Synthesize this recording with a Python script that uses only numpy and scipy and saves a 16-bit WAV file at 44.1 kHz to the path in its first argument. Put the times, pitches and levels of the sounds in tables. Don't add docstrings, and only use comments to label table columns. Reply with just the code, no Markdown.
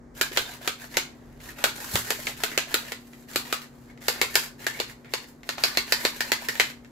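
import sys
import numpy as np
from scipy import signal
from scipy.fft import rfft, irfft
from scipy.io import wavfile
from scipy.ndimage import uniform_filter1d

SR = 44100
rng = np.random.default_rng(int(sys.argv[2]) if len(sys.argv) > 2 else 0)


def waveform_to_disk(signal):
    frames = np.transpose(np.atleast_2d(signal))
    scaled = np.clip(frames, -1, 1) * 32767
    samples = np.round(scaled).astype(np.int16)
    wavfile.write(sys.argv[1], SR, samples)


N = 304710


def amp(db):
    return 10 ** (np.asarray(db) / 20)


def unit_rms(x):
    return x / np.sqrt(np.mean(x ** 2) + 1e-20)


def unit_blow(x, span_s=0.0058):
    return x / np.sqrt(np.mean(np.sum(x ** 2, -1)) / (span_s * SR))


def bell(x, centre, width):
    return np.exp(-((x - centre) / width) ** 2)


def curve_at(points, hz):
    point_hz, value = np.transpose(points)
    return np.interp(np.log(hz + 1), np.log(point_hz + 1), value)


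def add(mix, start_s, sound):
    part = mix[:, max(round(start_s * SR), 0):][:, :sound.shape[-1]]
    part += sound[..., :part.shape[-1]]


def drift(rate_hz):
    hz = np.fft.rfftfreq(N, 1 / SR)
    return unit_rms(irfft(rfft(rng.standard_normal(N)) * bell(hz, 0, rate_hz), N))


# (frequency [Hz], likeness [0-1])
MIC_LIKENESS = [(100, 0.9), (400, 0.66), (1300, 0.26), (4000, 0.45), (12000, 0.25)]

def mic_pair(spectra, hz):
    likeness = np.clip(curve_at(MIC_LIKENESS, hz), 0, 1)
    mid = np.sqrt((1 + likeness) / 2) * spectra[0]
    side = np.sqrt((1 - likeness) / 2) * spectra[1]
    return np.array([mid + side, mid - side])


def coloured(noise, colour):
    hz = np.fft.rfftfreq(N, 1 / SR)
    return unit_rms(irfft(mic_pair(rfft(noise), hz) * amp(curve_at(colour, hz)), N))


# (frequency [Hz], relative level [dB])
AIR_COLOUR = [(20, -27), (80, -18), (130, 1), (185, -7), (260, -4.5), (430, -7.5), (630, -12.5),
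              (1200, -18.5), (2000, -23), (2800, -40), (7000, -35), (9400, -46), (15000, -49)]

def room_air(level_db=-53, wander_db=0.7):
    level = amp(level_db + wander_db * drift(rate_hz=2.5))
    return level * coloured(rng.standard_normal((2, N)), AIR_COLOUR)


# (frequency [Hz], level [dB], wobble [0-1])
HUM_PARTIALS = [(48, -83, 0.5), (119.8, -69.5, 0.88), (141.4, -64.5, 0.72), (240.1, -52.5, 0.14),
                (274, -62.5, 0.1), (366, -72, 0.73)]

def appliance_hum():
    t = np.arange(N) / SR
    hum = np.zeros(N)
    for hz, db, wobble in HUM_PARTIALS:
        waver = 1 + wobble * (drift(rate_hz=1.74) + 1j * drift(rate_hz=2.4))
        tone = np.exp(2j * np.pi * (hz * t + rng.random()))
        hum += amp(db) * np.sqrt(2) * (waver * tone).real
    return hum * amp([[1.5], [-1.5]])


# (frequency [Hz], relative level [dB])
RUMBLE_SPECTRUM = [(15, -24), (28, -12), (42, 8), (60, 3.5), (90, -1.5), (160, -26), (500, -89)]
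# (time [s], level [dB])
SWELLS = [(0.05, -60), (0.36, -55), (1.39, -55), (1.94, -62), (2.3, -59), (4.27, -60.5), (5.75, -62)]

def rumble(level_db=-61, wander_db=0.5, swell_s=0.13):
    t = np.arange(N) / SR
    floor = amp(level_db - wander_db * drift(rate_hz=1))
    swells = sum(amp(db) * bell(t, time, swell_s) for time, db in SWELLS)
    return (floor + swells) * coloured(rng.standard_normal((2, N)), RUMBLE_SPECTRUM)


def crunch(grains_per_s=380, spread_db=3.0, grain_s=0.0015, hiss=0.65):
    sizes = amp(spread_db * np.minimum(rng.exponential(1, N), 4))
    bursts = sizes * (rng.random(N) < grains_per_s / SR)
    power = signal.lfilter([1], [1, -np.exp(-1 / (grain_s * SR))], bursts ** 2)
    return np.sqrt(hiss ** 2 + power / power.mean()) * rng.standard_normal((2, N))


# (time [s], length [s], level [dB], treble [dB])
GUARD_PUSHES = [(0.139, 0.12, -49, 7.5), (0.31, .10, -45, 11), (0.436, 0.11, -47, 5.5),
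                (0.595, 0.077, -47.5, 6.5), (0.776, .07, -48.5, 6.5), (0.893, .08, -45.5, 4.5),
                (1.10, 0.37, -69, 2.5), (1.395, 0.11, -50, 8), (1.558, 0.13, -44, 3),
                (1.732, 0.16, -45.5, 10.5), (1.893, 0.096, -39, 14), (2.029, 0.094, -43, 9),
                (2.14, 0.16, -45.5, 10.5), (2.361, 0.084, -44.5, 7), (2.478, 0.073, -43.5, 4),
                (2.67, 0.065, -41, 4.5), (2.79, 0.11, -46.5, 5), (2.99, 0.24, -67.5, 12.5),
                (3.27, 0.13, -48, 7.5), (3.429, 0.11, -46, 4.5), (3.582, 0.055, -50.5, 5.5),
                (3.698, .15, -70, 10), (3.86, 0.044, -56, -1.5), (4.004, 0.085, -46, 8),
                (4.118, 0.13, -43.5, 2), (4.292, 0.15, -44.5, 10.5), (4.58, 0.062, -46.5, 5.5),
                (4.696, 0.12, -46.5, 4.5), (4.865, 0.033, -45.5, 4), (5.04, 0.027, -50.5, -7),
                (5.087, 0.054, -52.5, 6), (5.195, 0.038, -55, 6.5), (5.261, 0.021, -55, 13.5),
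                (5.434, 0.096, -53, 6.5), (5.571, 0.11, -39.5, 5), (5.69, 0.11, -46.5, 5.5),
                (5.854, 0.058, -43.5, 8.5), (5.971, 0.11, -41.5, 8.5), (6.11, 0.071, -44.5, 6.5),
                (6.225, 0.066, -43, 4.5), (6.383, 0.078, -45, 6), (6.50, 0.12, -47.5, 8),
                (6.649, 0.047, -56, 17)]

def friction(t, grip_s=0.019, speed_up_db=1.5, release_s=0.019, rest_db=-74, rest_treble_db=8.5):
    start, length, db, treble_db = np.transpose(GUARD_PUSHES)[:, :, None]
    age = np.maximum(t - start, 0)
    grip = 1 - np.exp(-age / grip_s)
    hold = amp(db + speed_up_db * (np.minimum(age / length, 1) - .5))
    release = np.exp(-np.maximum(age - length, 0) / release_s)
    power = (grip * hold * release) ** 2
    rustle = amp(rest_db) ** 2 * (t > start[0]) + 1e-14
    total = power.sum(0) + rustle
    return np.sqrt(total), ((power * treble_db).sum(0) + rustle * rest_treble_db) / total


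# (frequency [Hz], relative level [dB])
RUB_COLOUR = [(150, 0), (400, 9), (850, 10), (1200, 3), (1600, 9.5), (2300, 8.5), (3200, 4), (4200, 3),
              (5600, -1.5), (7500, -1), (8600, -8.5), (12500, -2), (15500, -9)]

def slide(judder_db=1.14, patchy_db=3.5, plate_db=4.0, plate_width_hz=380, treble_hz=4500):
    hz, frame_s, spectra = signal.stft(coloured(crunch(), RUB_COLOUR), SR, nperseg=512, noverlap=384)
    hz = hz[:, None]
    level, treble_db = friction(frame_s)
    stop_s, stop_plate_hz = np.array(GUARD_STOPS)[:, [0, 4]].T
    plate_hz = np.interp(frame_s, stop_s, np.clip(stop_plate_hz, 1500, 2000))
    resonance_db = plate_db * bell(hz, plate_hz, plate_width_hz)
    patches = uniform_filter1d(rng.standard_normal(spectra.shape[1:]), size=4, axis=0)
    patches = unit_rms(uniform_filter1d(patches, size=7, axis=1))
    high = 1 / (1 + (treble_hz / (hz + 1)) ** 4)
    spectra *= amp(resonance_db + high * treble_db + patchy_db * (1 - high) * patches)
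    rub = signal.istft(spectra, SR, nperseg=512, noverlap=384)[1][:, :N]
    judder = amp(judder_db * drift(rate_hz=55))
    return rub * np.interp(np.arange(N) / SR, frame_s, level) * judder


# (frequency [Hz], relative level [dB])
CRACK_COLOUR = [(150, -34), (400, 1.5), (800, -2), (1050, -8.5), (1500, 0), (2500, 1), (3300, -2.5),
                (4300, -2), (5600, -7.5), (7400, -4), (8600, -13), (10500, -11), (12300, -6.5),
                (15500, -14.5)]

def crack(plate_db, plate_hz, rail_db, rail_hz, treble_db, treble_hz=8000, size=2048):
    rise_s, body_decay_s, snap_decay_s = 0.00022, 0.0025, 0.0018
    t, hz = np.arange(size) / SR, np.fft.rfftfreq(size, 1 / SR)
    noise = rng.standard_normal((2, size)) * (1 - np.exp(-t / rise_s))
    body = rfft(noise * np.exp(-t / body_decay_s))
    snap = rfft(noise * np.exp(-t / snap_decay_s))
    high = 1 / (1 + (treble_hz / (hz + 1)) ** 6)
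    burst = mic_pair((1 - high) * body + high * snap, hz)
    burst /= np.sqrt(uniform_filter1d(abs(burst) ** 2, size=31))
    plate = plate_db * bell(hz, plate_hz, width=0.14 * plate_hz)
    rail = rail_db * bell(hz, rail_hz, width=700)
    colour_db = curve_at(CRACK_COLOUR, hz) + plate + rail + treble_db * high
    log_gain = np.log(amp(np.r_[colour_db, colour_db[-2:0:-1]]))
    response = np.exp(np.conj(signal.hilbert(log_gain)))[:len(hz)]
    return unit_blow(irfft(burst * response))


def mode(hz, t60, spread_rad, rise_s=0.002, size=2048):
    t = np.arange(size) / SR
    phase = spread_rad * np.array([[.5], [-.5]]) * rng.choice([-1, 1])
    envelope = amp(-60 * t / t60) * (1 - np.exp(-t / rise_s))
    return unit_blow(np.sin(2 * np.pi * hz * t + phase) * envelope)


# (frequency [Hz], relative level [dB], t60 [s])
KNOCK_MODES = [(413, -3, 0.018), (516, -5.5, 0.016), (747, -9, 0.014)]

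def guard_knock(scatter=0.13):
    return sum(amp(db) * mode(hz * (1 + scatter * rng.uniform(-1.2, 1)), t60, spread_rad=.26)
               for hz, db, t60 in KNOCK_MODES)


# (time [s], level [dB], knock re crack [dB],
# plate resonance [dB], plate frequency [Hz], rail resonance [dB], rail frequency [Hz], treble [dB])
GUARD_STOPS = [(0.212, -15.5, -16.5, 10, 1500, 2.5, 5400, 0.5),
               (0.3726, -15.5, -16, 8.5, 1350, 6.5, 3480, -4.5),
               (0.6756, -19.5, -9.5, 9, 1330, 3.5, 3280, -2.5), (0.9697, -15.5, -16, 3, 2330, 4, 6150, -3),
               (1.64, -13.5, -14, 9, 1480, 4, 3900, 1), (1.9556, -18.5, -9.5, 8, 1110, 5, 3400, 2),
               (2.1045, -19, -8, 2.5, 1610, -1.5, 3400, 1.5), (2.269, -23, -26, 9, 2160, 3, 3140, -5),
               (2.436, -18.5, -15, 5, 1490, 2, 3460, 1), (2.5766, -16, -17.5, 5.5, 2510, 3, 6400, -4),
               (2.742, -15.5, -15, 9, 1430, 6.5, 3970, 3), (2.9198, -28, -25, 5, 1900, -1.5, 6130, -3),
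               (3.359, -18, -8.5, 9.5, 1300, 7.5, 4250, 4.5),
               (3.5259, -19.5, -19.5, 10.5, 1280, -3, 7100, -1.5),
               (4.0828, -16, -9.5, 8, 1540, 7.5, 4760, 3), (4.2145, -15, -9, 7.5, 2180, 3.5, 4440, 0),
               (4.3549, -12, -35, 7, 1630, 8, 5060, 3), (4.6664, -19.5, -17.5, 13.5, 1720, 2.5, 5500, -0.5),
               (4.8002, -22, -6.5, 2.5, 2860, 6.5, 4300, -5), (5.137, -21, -14, 1, 2440, 5.5, 4530, -4),
               (5.4904, -23, -22.5, 8.5, 1380, 5.5, 4460, -4.5),
               (5.5818, -32.5, -15, 10, 1200, 1, 3500, -15), (5.637, -13.5, -14.5, 7, 1160, 12, 4750, -1),
               (5.7721, -15.5, -12, 6.5, 2200, 8.5, 4350, -2), (5.9225, -13.5, -28, 8, 1760, 10.5, 4880, 0),
               (6.051, -16, -10, 5, 1940, 7.5, 4300, -4), (6.206, -19.5, -33, 11, 1810, 6.5, 4970, -0.5),
               (6.3185, -15.5, -13, 7.5, 1920, 4.5, 4640, -2),
               (6.4861, -21, -17.5, 16.5, 1830, 7, 5200, 2.5),
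               (6.5981, -12, -18.5, 11.5, 2070, 3, 3350, -5)]

def clacks(knock_lag_s=0.0006, room_knock_db=-2, room_resonance=0.82):
    direct, to_room = np.zeros((2, 2, N))
    for time, db, knock_db, plate_db, plate_hz, rail_db, rail_hz, treble_db in GUARD_STOPS:
        knock = amp(db + knock_db) * guard_knock()
        add(direct, time, amp(db) * crack(plate_db, plate_hz, rail_db, rail_hz, treble_db))
        add(direct, time + knock_lag_s, knock)
        diffuse = crack(room_resonance * plate_db, plate_hz, room_resonance * rail_db, rail_hz, treble_db)
        add(to_room, time, amp(db) * diffuse)
        add(to_room, time + knock_lag_s, amp(room_knock_db) * knock)
    return direct, to_room


# (time [s], level [dB], frequency [Hz])
SOFT_THUDS = [(.315, -38, 422.7), (.612, -45.5, 637), (1.575, -51, 820), (1.785, -47, 786),
              (2.19, -41, 610), (2.672, -46.5, 624), (4.89, -64, 700), (5.58, -36.5, 774)]
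# (time [s], level [dB])
LIGHT_TAPS = [(0.319, -37), (.363, -29.5), (.414, -54), (.613, -52), (.942, -36.5), (1.403, -49),
              (2.086, -47), (2.516, -38), (3.133, -47), (3.278, -61), (3.975, -51), (4.014, -52),
              (4.791, -35.5), (5.046, -53), (5.242, -47.5), (5.432, -44.5), (5.75, -37), (5.879, -40.5),
              (6.011, -37), (6.554, -33.5), (6.7, -37.5), (6.847, -50)]

def taps_and_thuds():
    out = np.zeros((2, N))
    for time, db in LIGHT_TAPS:
        tap = crack(plate_db=7, plate_hz=1970, rail_db=-2.5, rail_hz=4270, treble_db=-12)
        add(out, time, amp(db) * tap)
    for time, db, hz in SOFT_THUDS:
        add(out, time, amp(db) * mode(hz, t60=0.017, spread_rad=.4))
    return out


# (time [s], length [s], level [dB], start pitch [Hz], end pitch [Hz])
SKIN_SQUEAKS = [(0.453, 0.021, -39.5, 3650, 3560), (0.496, 0.038, -48, 3870, 4220),
                (3.88, 0.046, -56.5, 2090, 2315), (4.742, 0.016, -38, 2250, 2220),
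                (5.721, 0.044, -47, 4060, 3980)]

def squeaks(jitter=0.0084):
    out, waver = np.zeros((2, N)), drift(rate_hz=350)
    for time, length, db, start_hz, end_hz in SKIN_SQUEAKS:
        n = round(length * SR)
        hz = np.linspace(start_hz, end_hz, n) * (1 + jitter * waver[round(time * SR):][:n])
        tone = np.sin(2 * np.pi * np.cumsum(hz) / SR)
        add(out, time, amp(db) * np.sqrt(2) * np.hanning(n) * tone)
    return out


# (time [s], level [dB], frequency [Hz], swell [s])
BUMP_PARTIALS = [(1.950, -24, 95.5, 0.0043), (1.951, -26.5, 192, 0.0056)]

def hand_bump():
    out = np.zeros((2, N))
    for time, db, hz, swell_s in BUMP_PARTIALS:
        t = np.arange(-4 * swell_s, 12 * swell_s, 1 / SR)
        add(out, time + t[0], amp(db) * np.sin(2 * np.pi * hz * t) / np.cosh(t / swell_s))
    return out


# (delay [s], relative level [dB])
EARLY_ECHOES = [(.0031, -7.5), (.0073, -9.5), (.0084, -7.5), (.0118, -19), (.0162, -9), (.018, -40)]
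# (frequency [Hz], t60 [s])
TAIL_T60 = [(150, 1), (500, 0.2362), (1700, 0.2726), (4500, 0.274), (12000, 0.2245)]
# (frequency [Hz], relative level [dB])
TAIL_COLOUR = [(150, -3), (450, -8), (800, -6), (950, 11.5), (1400, 3), (2000, 1.5), (4500, 4), (7000, 3.5),
               (9000, 4), (14000, 2)]

def kitchen_echo(sound, tail_db=-3.0, early_db=-3.0, build_s=0.0032, echoes_per_s=5000, size=20000):
    t = np.arange(size) / SR
    echoes = rng.choice([-1., 1.], (2, size)) * (rng.random((2, size)) < echoes_per_s / SR)
    hz, frame_s, spectra = signal.stft(echoes, SR, nperseg=256)
    hz = hz[:, None]
    spectra *= amp(curve_at(TAIL_COLOUR, hz) - 60 * frame_s / curve_at(TAIL_T60, hz))
    shared = 1 / (1 + (hz / 650) ** 2)
    spectra[1] = shared * spectra[0] + np.sqrt(1 - shared ** 2) * spectra[1]
    response = signal.istft(spectra, SR, nperseg=256)[1][:, :size] * (1 - bell(t, 0, build_s))
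    response *= amp(tail_db) / np.linalg.norm(response, axis=1, keepdims=True)
    for delay, db in EARLY_ECHOES:
        arrival = np.round((delay + rng.uniform(-.0003, .0003, 2)) * SR).astype(int)
        response[[0, 1], arrival] += amp(db + early_db)
    return signal.oaconvolve(sound, response, axes=1)[:, :N]


def shifting_echo(sound, patterns=9):
    place = np.linspace(0, patterns - 1, N)
    fades = (np.cos(np.pi / 2 * np.clip(place - k, -1, 1)) for k in range(patterns))
    return sum(kitchen_echo(sound * fade) for fade in fades)


def scene():
    direct_clacks, room_clacks = clacks()
    slicing = slide() + taps_and_thuds() + squeaks()
    bump = hand_bump()
    echo = shifting_echo(room_clacks + slicing + amp(-9.5) * bump)
    return direct_clacks + slicing + bump + echo + room_air() + appliance_hum() + rumble()


def record(dry, ceiling=0.92, cutoff_hz=15700):
    rounded = dry / (1 + (dry / ceiling) ** 8) ** (1 / 8)
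    lowpass = signal.firwin(301, cutoff_hz, window=("kaiser", 8), fs=SR)
    return signal.oaconvolve(rounded, lowpass[None], "same")


dry = scene()
out = record(dry)
waveform_to_disk(out)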